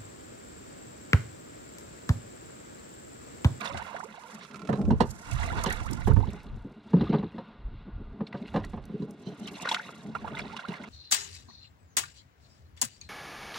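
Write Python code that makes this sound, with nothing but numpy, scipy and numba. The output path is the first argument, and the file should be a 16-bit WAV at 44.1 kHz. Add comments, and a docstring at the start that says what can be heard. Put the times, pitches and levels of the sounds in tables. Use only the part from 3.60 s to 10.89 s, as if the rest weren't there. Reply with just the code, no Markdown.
"""Oars knock and creak in the rowlocks of a small dinghy on shallow water, heard from a camera worn by the rower.
Knocks, a few low wind pops, slips and rubs excite damped modes; a murmur keeps the low hull modes sounding.
Blades stir crowds of pitch-climbing bubbles and noise washes; plops, gulps, droplet ticks and spray join them.
Low noise buffets, wind gusts and some hull thuds, rumble at the two microphone ports over a smooth far wash.
For a while the stereo narrows to one dull microphone, then slowly widens."""
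import sys
import numpy as np
from scipy import signal
from scipy.io import wavfile
from scipy.ndimage import uniform_filter1d
from numba import njit

SR = 44100
rng = np.random.default_rng(int(sys.argv[2]) if len(sys.argv) > 2 else 0)


def inscribe(sig):
    """Save sig as 16-bit PCM at rate SR to the path in sys.argv[1].

    A 1-D sig is mono; a 2-D sig holds one channel per row.
    Samples are clipped to [-1, 1] before scaling.
    """
    pcm = np.round(np.clip(np.atleast_2d(sig).T, -1, 1) * 32767)
    wavfile.write(sys.argv[1], SR, pcm.astype(np.int16))


N = 321489

# low hull modes, before each blow shifts them: [f/Hz, level/dB, t60/s]
HULL_THUMP = [(139.8, -10.5, 0.17), (172, -2.5, 0.086), (217.5, 1.5, 0.079), (294.2, -6.5, 0.1),
              (345.7, -5.5, 0.052), (415.3, -2.5, 0.077), (506, -3.5, 0.028)]
# woody hull modes, before each blow shifts them: [f/Hz, level/dB, t60/s]
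HULL_RING = [(572.6, 0.5, 0.082), (655, 5.5, 0.034), (819, 2.5, 0.033), (890, -5.5, 0.04),
             (1048, -0.5, 0.015)]


def knocks():
    """A soft push sets off the low modes, a rough scrape the higher ones; a few low wind pops share the model."""
    # oar knocks on rowlock and hull, with a few low wind pops; levels before trim:
    # [t/s, thump level/dB, woody ring over thump/dB, crack over thump/dB]
    blows = [(1.093, -13, -12, -49), (1.13, -14.5, -15.5, -26.5), (1.278, -11.5, -47, -54),
             (1.308, -8, -18.5, -29.5), (1.407, -9, -7, -13), (1.431, -22, -14, -40),
             (2.062, -17, -12.5, -6.5), (2.476, -12, -15, -49), (2.51, -21, -14.5, -48),
             (2.568, -20.5, -12.5, -47), (2.605, -34, -1.5, -46), (2.673, -22, -24, -25),
             (3.048, -27, -56, -43), (3.336, -3.5, -27.5, -78.5), (3.369, -12.5, -26.5, -39),
             (3.411, -11, -19.5, -23.5), (3.495, -9.5, -39.5, -28), (3.531, -12.5, -15, -24),
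             (3.545, -10, -15.5, -58), (3.586, -17.5, -30, -21), (3.632, -19.5, -16.5, -42),
             (3.744, -27, -36, -38), (3.784, -27.5, -10, -16.5), (4.609, -19.5, -18.5, -48),
             (4.746, -23.5, -13, -43), (4.945, -13.5, -15.5, -25), (4.963, -13.5, -9.5, -20.5),
             (5.136, -22.5, -16.5, -54), (5.176, -33, -6.5, -40), (5.296, -27.5, -25, -55),
             (5.339, -19, -49, -61), (5.398, -21, -50, -34), (5.423, -21, -28, -25),
             (5.666, -23.5, -40, -30), (7.086, -22, -26, -10.5)]
    # sharpest contact modes, before each blow shifts them: [f/Hz, level/dB, t60/s]
    crack_modes = [(2130, -8.5, 0.018), (2810, 6, 0.02), (4095, 3, 0.022), (4760, -3.5, 0.035)]
    low, high = np.zeros((2, N))
    t = np.arange(SR // 8) / SR
    rough = rng.standard_normal((len(blows), 3, len(t)))
    shift = rng.standard_normal((len(blows), 20))

    def another_spot(modes, spread, u):
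        """Each blow lands elsewhere, so the modes shift and change weight."""
        return [(hz * (1 + spread * u[k]), db + 2.26 * u[-1 - k], t60)
                for k, (hz, db, t60) in enumerate(modes)]

    for (s, db, ring_db, crack_db), (a, b, c), u in zip(blows, rough, shift):
        push = t / 0.00081 * np.exp(-t / 0.0011) + 0.39 * a * t / 0.0039 * np.exp(-t / 0.0094)
        scrape = b * (np.exp(-t / 0.0053) + 0.11 * np.exp(-t / 0.028)) * (1 - np.exp(-t / 0.0065))
        grit = c * (np.exp(-t / 0.00051) + 0.14 * np.exp(-t / 0.013)) * (1 - np.exp(-t / 0.00036))

        thump = band(ring(push, another_spot(HULL_THUMP, 0.031, u)), 130, 1300)
        # the modes ring above a share of the unpitched contact noise
        woody = unit(ring(scrape, another_spot(HULL_RING, .06, u))) + .9 * unit(band(scrape, 350, 1200))
        crack = unit(ring(grit, another_spot(crack_modes, .02, u))) + 1.3 * unit(band(grit, 1300, 5000))

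        add(low, s - .003, peak(thump, db - 2.0))
        add(high, s - .005, peak(woody, db + ring_db + 2.5))
        add(high, s - .001, peak(crack, db + crack_db - 2.5))
    return low, high


def creak():
    """The oar turns in the rowlock by slips that ring it and carry a little grit."""
    # stick-slip impulses, before grit and ringing: [t/s, level/dB]
    slip_times = [(0.849, -50), (0.9107, -50.5), (0.9437, -48.5), (0.9577, -48.5), (0.9935, -50),
                  (1.0178, -50.5), (1.0497, -51.5), (1.073, -47), (1.1558, -51), (1.172, -56),
                  (1.214, -49.5), (1.252, -52.5)]
    # rowlock modes: [f/Hz, level/dB, t60/s]
    squeak_modes = [(1050, 4, 0.044), (1362, 11, 0.058), (2320, 2, 0.029), (2630, 3.5, 0.03)]
    s, db = np.transpose(slip_times)
    slips = np.zeros(N)
    slips[(s * SR).astype(int)] = undb(db)
    friction = signal.lfilter([1], [1, -np.exp(-1 / (0.0063 * SR))], slips)
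    grit = friction * noise(1000, 5500)
    rowlock = ring(slips + 0.16 * friction * rng.standard_normal(N), squeak_modes)
    return grit + undb(-9.5) * rowlock


def rub():
    """Dense, uneven friction rings the oar collar in narrow bands as it rubs round in the rowlock."""
    # rubbing spells: [t/s, held/s, level/dB]
    rubs = [(5.635, 0.043, -54.5), (5.815, 0.03, -58)]
    # oar collar modes: [f/Hz, level/dB, t60/s]
    collar_modes = [(3060, 2, 0.015), (4110, 3, 0.013), (5950, -4, 0.013)]
    rise_db_s, fall_db_s = 2997, 195
    db = np.transpose(rubs)[2]
    gain = total(swell(rubs, db, rise_db_s, fall_db_s), np.zeros(len(rubs)))[0]
    friction = rng.standard_normal(N) * undb(2.9 * walk(150))
    return gain * unit(ring(friction, collar_modes))


def groan():
    """Oar load and lapping keep the low hull modes murmuring in uneven nudges."""
    # level of the murmur, joined by straight lines in dB: [t/s, level/dB]
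    murmur = [(0.0, -38.5), (0.55, -54), (0.75, -51), (1.3, -28.5), (1.52, -44), (1.72, -68), (1.93, -41.5),
              (2.41, -56), (2.58, -44.5), (3.31, -47.5), (3.49, -34.5), (3.82, -52), (4.34, -49),
              (4.77, -43), (5.85, -41.5), (6.36, -49.5), (6.42, -38.5), (6.85, -38.5), (7.05, -52),
              (7.29, -41)]
    s, db = np.transpose(murmur)
    level_db = np.interp(np.arange(N) / SR, s, db)
    nudges = rng.standard_normal(N) * undb(2.5 * walk(45))
    body = band(ring(nudges, HULL_THUMP), 51, 336) + undb(-16.5) * ring(nudges, HULL_RING)
    return undb(level_db) * unit(body)


def strokes():
    """A blade stirs or sheds water: gains of gurgle, fizz and spray, and where the water sounds."""
    # [t/s, held/s, gurgle level/dB, fizz over gurgle/dB, spray over gurgle/dB, left minus right/dB]
    stirs = [(0, 0.23, -42, -15.5, -22.5, -24), (.55, .3, -53.5, -8.5, -13, -14),
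             (1.801, 0.33, -41, -10.5, -14, -39), (2.06, 0.024, -54.5, -6, -17, -20),
             (2.304, 0.12, -51.5, -8, -12.5, -20), (2.719, 0.043, -56, -4.5, -21, 0.5),
             (3.45, 0.036, -50, -5, -16, -8.5), (4.85, 0.15, -64, 1, -7.5, -10.5),
             (6.049, 0.079, -45, -2, -17, -0.5), (6.7, 0.44, -49, -7.5, -23.5, -7)]
    rise_db_s, fall_db_s = 85, 55
    spray_rise_db_s, spray_fall_db_s = 34.5, 42
    gurgle_db, fizz_db, spray_db, pan_db = np.transpose(stirs)[2:]
    gurgle, pan_db_now = total(swell(stirs, gurgle_db, rise_db_s, fall_db_s), pan_db)
    fizz = total(swell(stirs, gurgle_db + fizz_db, rise_db_s, fall_db_s), pan_db)[0]
    spray = total(swell(stirs, gurgle_db + spray_db, spray_rise_db_s, spray_fall_db_s), pan_db)[0]
    return gurgle, fizz, spray, pan_db_now


def stirred(gurgle_gain, fizz_gain):
    """Low gurgles and high fizz, each a crowd of bubbles over its own surging wash; short drips on top."""
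    surge_db = 2.5 * walk(30)
    gurgle_wash = noise(550, 1900) * undb(surge_db)
    fizz_wash = noise(1700, 4900) * undb(surge_db + 2.5 * walk(90))
    gurgle = crowd(450, 2.2, 9, .3, 3.2, count=2000) + .45 * gurgle_wash
    fizz = crowd(1600, 1.6, 8, .1, 3.0, count=3600) + .45 * fizz_wash
    drips = crowd(1800, 1.2, 2.5, .05, 3.0, count=1000)
    return gurgle_gain * unit(gurgle) + fizz_gain * (unit(fizz) + undb(-0.5) * drips)


def drops():
    """Every plop is a bubble with four quieter ones around it, a crackling splash and a burst of spray."""
    # plops and falling drops, levels before trim: [t/s, bubble level/dB, bubble f/Hz, spray over bubble/dB]
    plops = [(0.01, -34.5, 2340, 5), (0.074, -35, 3490, -25), (0.145, -37.5, 710, -3),
             (0.173, -37.5, 2870, -32), (0.364, -35.5, 1716, -8), (1.716, -43, 2520, 18),
             (1.832, -34, 1980, -26), (2.041, -34.5, 1170, 19), (2.105, -30, 1840, 4),
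             (2.129, -39, 1700, 19), (2.335, -48, 855, 25), (4.668, -44, 4130, -33),
             (4.727, -40, 1960, -29), (4.853, -51, 2050, -32), (4.88, -47, 2700, -20),
             (5.04, -39, 1870, -7), (5.858, -44, 3670, -19), (5.876, -34, 3030, 2), (5.955, -45, 4170, -21),
             (6.024, -42.5, 2750, 16), (6.054, -31.5, 1290, -23), (6.073, -27.5, 1440, -23),
             (6.089, -29.5, 3830, -22), (6.113, -26, 823, -9), (6.114, -24, 3260, -21),
             (6.144, -25.5, 2970, -8), (6.29, -39, 1270, -30), (6.551, -27.5, 1223, -45),
             (6.644, -33, 763, -47), (6.676, -36, 1290, -41), (6.77, -32.5, 1920, -31),
             (6.792, -32.5, 2280, 1), (6.965, -38, 2880, -18), (6.991, -37, 1495, -41.5),
             (7.138, -38.5, 1970, -23), (7.237, -42.5, 2070, 0)]
    s, db, hz, spray_db = np.transpose(plops)
    u = rng.random((len(s), 4, 5))
    companion = np.arange(5) > 0
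    start = s[:, None] + 0.027 * u[:, 0] * companion
    pitch = hz[:, None] * np.where(companion, 2 ** (2.0 * u[:, 1] - .8), 1)
    size = undb(db[:, None] + 9.5 - np.where(companion, 12 + 9 * u[:, 2], 0))
    rise = (0.03 + 0.2 * u[:, 3] ** 2) * np.minimum(900 / pitch, 1)
    cycles = 5.0 * (pitch / 1000) ** .3
    out = bubbles(N, (start.ravel() * SR).astype(np.int64), pitch.ravel(), rise.ravel(),
                  cycles.ravel(), size.ravel())

    splash, spray = np.zeros((2, N))
    t = np.arange(SR // 20) / SR
    splash_shape = (t / 0.0052) ** 2 * np.exp(-t / 0.0032)
    spray_shape = (t / 0.0035) ** 2 * np.exp(-t / 0.0015)
    crackle = rng.standard_normal((len(s), len(t)))
    for k in range(len(s)):
        colour = unit(band(crackle[k], 0.36 * hz[k], 1.26 * hz[k]))
        add(splash, s[k] - .003, colour * undb(db[k] + 5.5) * splash_shape)
        add(spray, s[k] - .005, undb(db[k] + spray_db[k] + 1.5) * spray_shape)
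    return out + splash * undb(2.5 * walk(400)), spray


def gulps():
    """Large bubbles gulp upwards, their pitch climbing fast."""
    # [t/s, level/dB, starting f/Hz, climb/octaves per ring-down]
    big_bubbles = [(0.244, -44, 1820, 0.18), (.343, -26.5, 481, 1), (0.401, -28.5, 950, 0.73),
                   (0.429, -29, 760, 0.43), (0.441, -34.5, 350, 0.52), (2.513, -28.5, 1136, 0.27),
                   (2.629, -26.5, 764, 0.27), (6.164, -21, 1150, 0.6), (6.195, -23, 1345, 0.33),
                   (6.745, -31, 1260, 0.32), (7.049, -27.5, 1210, 0.23), (7.118, -33, 730, 0.41)]
    s, db, hz, climb = np.transpose(big_bubbles)
    cycles = np.full(len(s), 7.0)
    return bubbles(N, (s * SR).astype(np.int64), hz, climb, cycles, undb(db))


def ticks():
    """Each droplet ticks on the surface as a short bright crackle with its own colour."""
    # levels before trim: [t/s, level/dB]
    droplets = [(0.1264, -40), (0.225, -39), (2.3115, -30), (2.5356, -37), (2.6569, -48), (2.733, -40.5),
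                (2.8325, -47), (5.0015, -45), (5.0484, -33.5), (5.2395, -44), (5.254, -38), (5.509, -40)]
    rise_s, fall_s = 0.0015, 0.0014
    out = np.zeros(N)
    t = np.arange(SR // 40) / SR
    shape = (1 - np.exp(-t / rise_s)) * np.exp(-t / fall_s)
    crackle = rng.standard_normal((len(droplets), len(t)))
    for (s, db), c in zip(droplets, crackle):
        lo_hz = 2500 * 2 ** np.clip(c[0] / 2, -1, 1)
        add(out, s - .001, peak(band(c * shape, lo_hz, 3.5 * lo_hz), db - 4.0))
    return out


def mist(steady, bursts):
    """Spray hisses in flickers and bursts; shared and unrelated noise reach the two ports."""
    gain = steady * undb(0.7 * walk(30) + 2.5 * walk(110)) + bursts

    def hiss():
        """A bright band with a weaker, wavering one above it."""
        return noise(4700, 8830) + noise(10000, 13000, order=3) * undb(-11.5 + 2.4 * walk(26))

    shared, left, right = hiss(), hiss(), hiss()
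    return gain * (right + 1.1 * shared), gain * 1.15 * (left - 0.55 * shared)


def buffets():
    """Low buffets rumble at each port, wind gusts and some low hull thuds, all as bands of uneven noise."""
    # [t/s, held/s, level/dB, deep part over it/dB, left minus right/dB]
    low_buffets = [(.14, 0.049, -45.5, -22, 0), (1.29, 0.077, -30.5, -32, -2), (1.75, 0.24, -33, -3, -4.5),
                   (2.1, 0.36, -41, 3.5, -9.5), (2.5, 0.087, -27, -6, -13.5), (2.919, 0.016, -40, 2.5, 1.5),
                   (3.39, 0.19, -42.5, -23.5, -11), (4.06, 0.098, -45.5, 5.5, -5),
                   (4.379, 0.0085, -39, 5, -1), (4.97, 0.19, -42.5, -2.5, -14), (6.55, 0.28, -51, -29, 2)]
    rise_db_s, fall_db_s, calm_db = 187.5, 112, -75.5
    db, deep_db, pan_db = np.transpose(low_buffets)[2:]
    deep_gain = total(swell(low_buffets, db + deep_db, rise_db_s, fall_db_s), pan_db)[0]
    gain, pan_db_now = total(swell(low_buffets, db, rise_db_s, fall_db_s), pan_db)

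    def port():
        """One port's own rumble, its upper edge and the deep part."""
        rumble = noise(51.4, 121.5, order=3) * undb(2.0 * walk(21))
        edge = noise(81, 290, order=3) * undb(-13.0 + 4.2 * walk(30))
        deep = noise(22, 52.4, order=3) * undb(2.0 * walk(4.52))
        return (gain + undb(calm_db)) * (rumble + edge) + deep_gain * deep

    return pan(port(), pan_db_now, port())


def cove():
    """Smooth far lapping: a distant wash of noise bands, nearly steady."""
    # [low edge f/Hz, high edge f/Hz, level/dB]
    wash_bands = [(380, 1630, -62.5), (500, 3540, -66.5)]
    return sum(undb(db + 1.1 * walk(9.9)) * noise(lo_hz, hi_hz, order=3) for lo_hz, hi_hz, db in wash_bands)


def scatter(x):
    """Short diffuse scatter off the planks and the rower, different at each port."""
    echo_db, t60_s = -3.5, 0.033
    t = np.arange(SR // 10) / SR
    tails = rng.standard_normal((2, len(t))) * undb(-60 * t / t60_s)
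    tails = tails / np.sqrt((tails ** 2).sum(1, keepdims=True))
    return undb(echo_db) * np.array([signal.fftconvolve(x, tail)[:N] for tail in tails])


@njit
def bubbles(n, start, hz, rise, cycles, size):
    """Each bubble rings down in so many cycles while its pitch climbs as it nears the surface."""
    out = np.zeros(n)
    for k in range(len(start)):
        span, turns = cycles[k] * SR / hz[k], 0.  # samples per ring-down; phase in cycles
        for i in range(min(int(5 * span), n - start[k])):
            turns += min(hz[k] * 2 ** (rise[k] * i / span), .45 * SR) / SR
            envelope = np.exp(-turns / cycles[k]) * (1 - np.exp(-3 * i / span))
            out[start[k] + i] += size[k] * envelope * np.sin(2 * np.pi * turns)
    return out


def crowd(lo_hz, octaves, cycles, rise, spread_db, count=1000):
    """Bubbles at random moments and pitches, few of them loud."""
    # bubble level against pitch: [f/Hz, level/dB]
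    bubble_colour = [(400, -14), (800, 0), (1400, -1), (2200, -2), (3500, -1), (5000, -5)]
    moment, height, loudness, length, climb = rng.random((count, 5)).T
    hz = lo_hz * 2 ** (octaves * height)
    colour_hz, colour_db = np.transpose(bubble_colour)
    level_db = np.interp(np.log(hz), np.log(colour_hz), colour_db)
    size = undb(level_db - spread_db * np.log(0.0073 + loudness))
    start = (moment * N).astype(np.int64)
    return unit(bubbles(N, start, hz, rise * climb ** 2.34, cycles * (0.28 + length), size))


def ring(x, modes):
    """Damped resonators, alternately in and out of phase."""
    out = 0
    for k, (hz, db, t60) in enumerate(modes):
        pole = np.exp(2j * np.pi * hz / SR - np.log(1000) / (t60 * SR))
        out = out + (-1) ** k * undb(db) * signal.lfilter([1], [1, -pole], x).imag
    return out


def swell(events, db, rise_db_s, fall_db_s):
    """Gain of each event, every 64 samples: it rises, holds and falls at steady rates in dB."""
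    t = np.arange(0, N, 64) / SR
    s, held = np.transpose(events)[:2, :, None]
    before, after = np.maximum(s - t, 0), np.maximum(t - s - held, 0)
    return undb(db[:, None] - rise_db_s * before - fall_db_s * after)


def total(gains, pan_db):
    """Summed gain of overlapping events, and the side of the stronger ones."""
    power = gains ** 2
    summed = power.sum(0)
    side_db = pan_db @ power / (summed + 1e-30)
    steps = np.arange(0, N, 64)
    return [np.interp(np.arange(N), steps, v) for v in (np.sqrt(summed), side_db)]


def pan(x, db, other=None):
    """Left and right with a level step between them; the mean of one panned signal keeps its level."""
    left = 2 / (1 + undb(-db))
    return np.array([left * (x if other is None else other), (2 - left) * x])


def walk(rate):
    """Random levels held 1 / rate s and slewed twice; spread near 2."""
    k = int(SR / rate)
    held = np.repeat(rng.standard_normal(N // k + 1), k)
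    return 2.66 * uniform_filter1d(uniform_filter1d(held, k), k)[:N]


def noise(lo_hz, hi_hz, order=2):
    """Band of noise at unit RMS."""
    return unit(band(rng.standard_normal(N), lo_hz, hi_hz, order=order))


def band(x, lo_hz, hi_hz, order=2):
    """Band-pass filter."""
    sos = signal.butter(order, [lo_hz, min(hi_hz, .45 * SR)], "band", fs=SR, output="sos")
    return signal.sosfilt(sos, x)


def undb(db):
    """Decibels to amplitude."""
    return 10 ** (np.asarray(db) / 20)


def unit(x):
    """Scales to unit RMS."""
    return x / np.sqrt(np.mean(x ** 2))


def peak(x, db):
    """Scales to a peak level."""
    return x * undb(db) / np.abs(x).max()


def add(out, s, x):
    """Mixes a short sound in at a time."""
    i = int(s * SR)
    out[i:i + len(x)] += x[:N - i]


def scene():
    """Places hull, water, spray and low buffets at the left and right ports."""
    low, high = knocks()
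    low = low + groan()
    # the low part booms from below; the rowlock itself sounds from the right
    boom = np.array([0.8 * low, 0.83 * np.roll(low, shift=5)])
    rowlock = (high + creak() + rub()) * np.array([[.4], [1.6]])
    hull = boom + scatter(high + 0.19 * low) + rowlock

    gurgle, fizz, spray, pan_db = strokes()
    plops, bursts = drops()
    water = plops + ticks() + gulps() + stirred(gurgle, fizz) + cove()
    # the left port is in the shadow of the camera; a late path round its body arrives in opposite phase
    late = 0.22 * np.roll(water, 9) * np.array([[1], [-1]])
    water = pan(water, pan_db) + scatter(water) + late

    right, left = mist(spray, bursts)
    return hull + water + pan(right, 0.033 * pan_db, left) + buffets()


def record(dry):
    """The camera blends the ports towards one dull microphone, adds a faint hiss and cuts the top."""
    narrows_s, narrowing_s = 2.77, 0.15  # start and time constant of the stereo dying away
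    widens_s, widening_s = 4.4, 1.39  # start and length of its creeping back
    hiss_db, top_hz = -100, 15600
    t = np.arange(N) / SR
    closing = np.exp(-np.maximum(t - narrows_s, 0) / narrowing_s)
    opening = np.clip((t - widens_s) / widening_s, 0, 1) ** 2
    width = np.maximum(closing, opening)

    mid, side = (dry[0] + dry[1]) / 2, (dry[0] - dry[1]) / 2 * width
    dull = signal.sosfiltfilt(signal.butter(6, 5000, fs=SR, output="sos"), mid)
    treble = (mid - dull) * np.maximum(np.sqrt(width), undb(-14.5))
    mid = dull + treble + undb(hiss_db) * rng.standard_normal(N)
    soft = signal.sosfilt(signal.butter(3, 12500, fs=SR, output="sos"), [mid + side, mid - side])
    return signal.sosfilt(signal.ellip(8, .2, 70, top_hz, fs=SR, output="sos"), soft)


dry = scene()
out = record(dry)
inscribe(out)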